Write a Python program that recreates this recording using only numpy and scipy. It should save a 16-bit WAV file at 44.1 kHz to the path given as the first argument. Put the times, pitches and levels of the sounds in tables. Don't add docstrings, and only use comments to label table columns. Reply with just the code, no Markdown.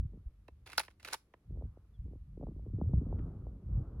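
import sys
import numpy as np
from scipy import signal
from scipy.fft import rfft, irfft
from scipy.io import wavfile
from scipy.ndimage import uniform_filter1d

SR = 44100
rng = np.random.default_rng(int(sys.argv[2]) if len(sys.argv) > 2 else 0)


def wav_record(signal):
    frames = np.transpose(np.atleast_2d(signal))
    bounded = np.clip(frames, -1, 1)
    quanta = np.round(bounded * 32767).astype(np.int16)
    wavfile.write(sys.argv[1], SR, quanta)


N = 176400
TIME_S = np.arange(N) / SR
FREQ_HZ = np.maximum(np.arange(N // 2 + 1) * SR / N, 1)

# start in seconds, level in dB, clatter decay in seconds, ring centre in Hz.
BLOWS = [(0.48, -61.5, .001, 2520), (0.67, -57, 0.0064, 1700), (.698, -52.5, 0.0045, 2250),
         (.717, -54, 0.0028, 3230), (0.73, -49, 0.0037, 2060), (0.7751, -43, 0.0026, 10900),
         (.7785, -24.5, .0015, 1500), (0.7811, -27.5, 0.0014, 4670), (0.794, -34.5, 0.0016, 10960),
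         (0.797, -34.5, .006, 800), (.808, -44, 0.0049, 1631), (.832, -55.5, 0.015, 1742),
         (.902, -71, 0.016, 2050), (.997, -60.5, 0.0055, 2120), (1.027, -61.5, 0.0085, 5000),
         (1.0469, -44.5, 0.0086, 2550), (1.077, -52, 0.0033, 4440), (1.0826, -46, 0.0027, 1510),
         (1.1268, -38, 0.0012, 1230), (1.1307, -34.5, 0.0053, 7300), (1.1387, -36, 0.0069, 1080)]
# frequency in Hz, relative level in dB.
GUN_MODES = [(390, 1), (660, -1.5), (886, 6.5), (1170, -3.5), (1372, -1.5), (1495, 2), (1770, -6.5),
             (2108, -4), (2620, -0.5), (4020, 1.5), (4430, 0), (4980, -1.5), (5310, -3.5), (5850, -4.5),
             (7260, -7), (10450, 1)]
# start in seconds, end in seconds, level in dB.
SLIDE_STROKES = [(0.66, .782, -58.5), (1.05, 1.13, -53), (1, 1.1, -73.5)]
# frequency in Hz, left lead in radians, left over right in dB.
MIC_PORTS = [(700, 0, 0), (1250, -.7, -4), (1800, -.8, -2.5), (2600, .9, -7), (4800, 1.8, 1.5),
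             (11000, 1.7, .5)]
# start in seconds, level in dB, upper cutoff in Hz.
KNOCKS = [(0.4827, -52, 573), (0.8811, -52.5, 2000), (1.3378, -54, 1040), (3.19, -66.5, 1900)]
BUFFETS = [(0.043, -31.5, 124), (0.247, -35, 66.4), (1.503, -51, 390), (1.570, -52, 540), (1.609, -52, 591),
           (1.62, -48, 645), (1.625, -34.5, 131.4), (1.770, -54, 595), (1.979, -34.5, 85.7),
           (2.131, -51.5, 516), (2.3721, -44, 425), (2.409, -47.5, 607), (2.426, -43.5, 600),
           (2.433, -42, 560), (2.467, -48, 779), (2.592, -56.5, 646), (2.661, -45.5, 436),
           (2.735, -30, 155), (2.782, -41, 400), (2.812, -38.5, 793), (2.8131, -29, 232.4),
           (2.903, -30, 147.8), (2.9285, -24.5, 190), (2.9335, -43.5, 725), (2.977, -27.5, 167.4),
           (3.012, -34.5, 260), (3.125, -42, 765), (3.466, -49, 703.4)]
# start in seconds, end in seconds, level in dB.
FLUTTER_SPELLS = [(0.122, 0.188, -56), (1.5, 1.663, -54), (2.054, 2.163, -55.5), (2.398, 2.5, -45),
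                  (2.49, 2.72, -56), (2.736, 3.294, -48), (3.301, 4.019, -58)]
# time in seconds, relative level in dB.
RUMBLE_ENVELOPE = [(0, -31.5), (.07, -50), (.35, -63), (.62, -62), (1.43, -78.5), (1.5, -46.5), (1.64, -46),
                   (1.89, -65), (2.05, -47), (2.22, -54.5), (2.65, -45), (2.77, -39), (2.97, -30),
                   (3.07, -44.5), (3.16, -36), (3.35, -49), (3.48, -43), (3.6, -55.5), (3.77, -31.5),
                   (3.86, -47)]
RUSH_ENVELOPE = [(1.4, -76.5), (2.6, -77), (3.15, -54), (3.62, -65), (3.78, -53), (4, -62)]
HISS_ENVELOPE = [(1.55, -94), (1.76, -81.5), (2, -96), (3.12, -79.5), (3.2, -68.5), (3.6, -86.5),
                 (3.8, -75)]
# frequency in Hz, relative level in dB.
STEEL_SPECTRUM = [(100, -24.5), (360, -6), (1500, -1), (2500, 0.5), (3200, -3.5), (4400, -2.5), (8400, -12),
                  (11000, -5.5), (13600, -21.5), (15300, -14.5)]
RUMBLE_SPECTRUM = [(22, -21), (48, 8), (90, 3.5), (160, -8.5), (240, -21.5), (600, -82.5)]
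FLUTTER_SPECTRUM = [(60, -5.5), (160, 16), (280, 9), (450, 0.5), (800, -20), (1200, -27), (1700, -64)]
BUFFET_SPECTRUM = [(1250, 0), (1650, -11)]
RUSH_SPECTRUM = [(300, 10), (600, -2), (1300, -18), (1800, -34), (9000, -70.5)]
HISS_SPECTRUM = [(400, -11), (1250, 6), (1520, -2), (1850, -20), (5000, -41)]
AIR_SPECTRUM = [(410, -29.5), (700, -4.5), (1770, -5.5), (8000, -18.5), (11200, -14), (16000, -26)]
# start in seconds, length in seconds, start pitch in Hz, end pitch in Hz, level in dB.
BIRD_NOTES = [(1.933, 0.041, 3570, 3200, -79)]

HARD_BLOW_DB = -32.5
GUN_SINK_CYCLES, WIND_SINK_CYCLES = 2, 1.8
STEREO_CORNER_HZ = 2000


def gun(max_oblique_share=.55):
    lead_rad, balance_db = over_hz(MIC_PORTS, column=1), over_hz(MIC_PORTS, column=2)
    oblique_share = max_oblique_share / (1 + (STEREO_CORNER_HZ / FREQ_HZ) ** 2)
    direct, oblique = rfft(knocks() + action()), rfft(action())
    ports = []
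    for side in (1, -1):
        turn_rad = side * np.arcsin(oblique_share)
        blend = direct * np.cos(turn_rad) + oblique * np.sin(turn_rad)
        near = irfft(blend * undb(side * balance_db / 2) * np.exp(.5j * side * lead_rad), N)
        ports.append(near + ground_scatter(near))
    return np.array(ports)


def action(min_attack_s=.0008, ring_db=-2):
    t = TIME_S[:N // 32]
    clatter, rings = 0, 0
    for start_s, db, decay_s, centre_hz in BLOWS:
        attack_s = min_attack_s * max(1, undb((HARD_BLOW_DB - db) / 5))
        rise = np.minimum(t / attack_s, 1)
        fall = np.exp(-np.maximum(t - 2 * attack_s, 0) / decay_s)
        clatter += place(undb(db) * chatter(t, db) * rise * fall, start_s)
        rings += place(undb(db + ring_db) * unit_hit(rise * ring(t, centre_hz)), start_s)
    return sink(colour(clatter, over_hz(STEEL_SPECTRUM)) + rings + slide_scrape(), GUN_SINK_CYCLES)


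def chatter(t, blow_db, grain_db=4, grains_per_s=900):
    bins_hz = np.arange(len(t) // 2 + 1) * SR / len(t)
    bright_db = np.interp(bins_hz, FREQ_HZ, tilt(db_per_octave=.02 * (blow_db - HARD_BLOW_DB)))
    steel_db = np.interp(bins_hz, FREQ_HZ, over_hz(STEEL_SPECTRUM))
    grit = irfft(rfft(rng.standard_normal(len(t))) * undb(bright_db), len(t))
    grit /= np.sqrt(np.mean(undb(steel_db + bright_db) ** 2))
    for _ in range(2):
        grain = np.interp(t * grains_per_s, np.arange(256), rng.standard_normal(256))
        grit *= unit(undb(grain_db * grain))
    return grit


def ring(t, centre_hz, width_octaves=.75, t60_s=.035, detune_share=.012):
    hz, mode_db = np.array(GUN_MODES).T[:, :, None]
    reach = 1 / (1 + (np.log2(hz / centre_hz) / width_octaves) ** 2) ** 2
    detune, phase = rng.standard_normal((2, len(hz), 1))
    tones = np.sin(2 * np.pi * hz * (1 + detune_share * detune) * t + np.pi * phase)
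    return (reach * undb(mode_db - 60 * t / t60_s) * tones).sum(0)


def slide_scrape(grain_db=4.5):
    friction = noise() * undb(grain_db * wander(rate_hz=250))
    rub = unit(colour(friction, over_hz(STEEL_SPECTRUM) + tilt(db_per_octave=-2)))
    return rub * gates(SLIDE_STROKES, edge_s=.006)


def knocks(rattle_decay_s=.0033):
    thuds = sum(thud(*row, low_hz=280, cycles=GUN_SINK_CYCLES, order=2) for row in KNOCKS)
    return smear(thuds, noise() * np.exp(-TIME_S / rattle_decay_s))


def ground_scatter(near, level_db=-19, t60_s=.21):
    response = colour(noise() * undb(-60 * TIME_S / t60_s), tilt(db_per_octave=1))
    return undb(level_db) * smear(near, response)


def wind_rumble(gain_db=2, waver_db=2.1):
    low = colour(noise(), over_hz(RUMBLE_SPECTRUM))
    low /= np.sqrt(uniform_filter1d(low ** 2, size=3500, mode="wrap"))
    return low * undb(gain_db + waver_db * wander(rate_hz=30.056)) * over_time(RUMBLE_ENVELOPE)


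def wind_buffets():
    pulses = sum(thud(*row, low_hz=120, cycles=WIND_SINK_CYCLES, order=5) for row in BUFFETS)
    return colour(pulses, over_hz(BUFFET_SPECTRUM))


def wind_flutter(eddies_per_s=220, spread_db=8.5):
    arrivals = rng.random(N) < eddies_per_s / SR
    eddies = arrivals * undb(spread_db * np.minimum(noise(), 1)) * np.sign(noise())
    flutter = sink(colour(eddies, over_hz(FLUTTER_SPECTRUM)), WIND_SINK_CYCLES)
    return unit(flutter) * gates(FLUTTER_SPELLS, edge_s=.0059)


def wind_flow(spectrum, envelope, waver_db, waver_hz):
    flow = unit(colour(noise(), over_hz(spectrum)))
    return flow * undb(waver_db * wander(waver_hz)) * over_time(envelope)


def bird():
    call = np.zeros(N)
    for start_s, length_s, from_hz, to_hz, db in BIRD_NOTES:
        progress = np.clip((TIME_S - start_s) / length_s, 0, 1)
        pitch_hz = from_hz + (to_hz - from_hz) * progress
        call += undb(db) * np.sin(np.pi * progress) * np.sin(2 * np.pi * np.cumsum(pitch_hz) / SR)
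    return call


def open_air(level_db=-86):
    mid, side = (unit(colour(noise(), over_hz(AIR_SPECTRUM))) for _ in range(2))
    side = irfft(rfft(side) * np.minimum(FREQ_HZ / STEREO_CORNER_HZ, 1), N)
    return np.array([mid + side, mid - side]) * undb(level_db) / np.sqrt(2)


def thud(start_s, db, top_hz, low_hz, cycles, order):
    lowpass = signal.butter(order, top_hz, fs=SR, output="sos")
    highpass = signal.butter(2, min(low_hz, top_hz / 2), "high", fs=SR, output="sos")
    pulse = signal.sosfilt(np.vstack([lowpass, highpass]), place(np.ones(1), start_s) + 1e-18)
    return undb(db) * unit_hit(sink(pulse, cycles))


def sink(x, cycles):
    return irfft(rfft(x) * np.exp(-2j * np.pi * cycles * np.log(FREQ_HZ + 90)), N)


def smear(x, response):
    return signal.fftconvolve(x, response / np.linalg.norm(response))[:N]


def colour(x, db):
    cepstrum = irfft(db * np.log(10) / 20, N)
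    cepstrum[1:N // 2] *= 2
    cepstrum[N // 2 + 1:] = 0
    return irfft(rfft(x) * np.exp(rfft(cepstrum)), N)


def tilt(db_per_octave):
    return db_per_octave * np.log2(np.maximum(FREQ_HZ, 300) / 2500)


def over_hz(table, column=1):
    points = np.array(table, float)
    return np.interp(np.log(FREQ_HZ), np.log(points[:, 0]), points[:, column])


def over_time(envelope):
    return undb(np.interp(TIME_S, *np.array(envelope).T))


def gates(spans, edge_s):
    return sum(undb(db) * np.clip(np.minimum(TIME_S - start_s, end_s - TIME_S) / edge_s + .5, 0, 1)
               for start_s, end_s, db in spans)


def place(x, start_s):
    return np.pad(x, (int(start_s * SR), N))[:N]


def noise():
    return rng.standard_normal(N)


def wander(rate_hz):
    knots = rng.standard_normal(4096)
    return unit(np.interp(TIME_S * rate_hz, np.arange(len(knots)), knots))


def undb(db):
    return 10 ** (np.asarray(db) / 20)


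def unit(x):
    return x / np.sqrt(np.mean(x ** 2))


def unit_hit(x):
    return x / np.sqrt(uniform_filter1d(x ** 2, size=176).max())


def scene():
    foreground = gun() + wind_rumble() + wind_buffets() + wind_flutter()
    rush = wind_flow(RUSH_SPECTRUM, RUSH_ENVELOPE, waver_db=2, waver_hz=27)
    hiss = wind_flow(HISS_SPECTRUM, HISS_ENVELOPE, waver_db=1.5, waver_hz=21)
    return foreground + rush + hiss + bird() + open_air()


def record(dry):
    return signal.sosfilt(signal.ellip(8, .2, 70, 15900, fs=SR, output="sos"), dry)


dry = scene()
out = record(dry)
wav_record(out)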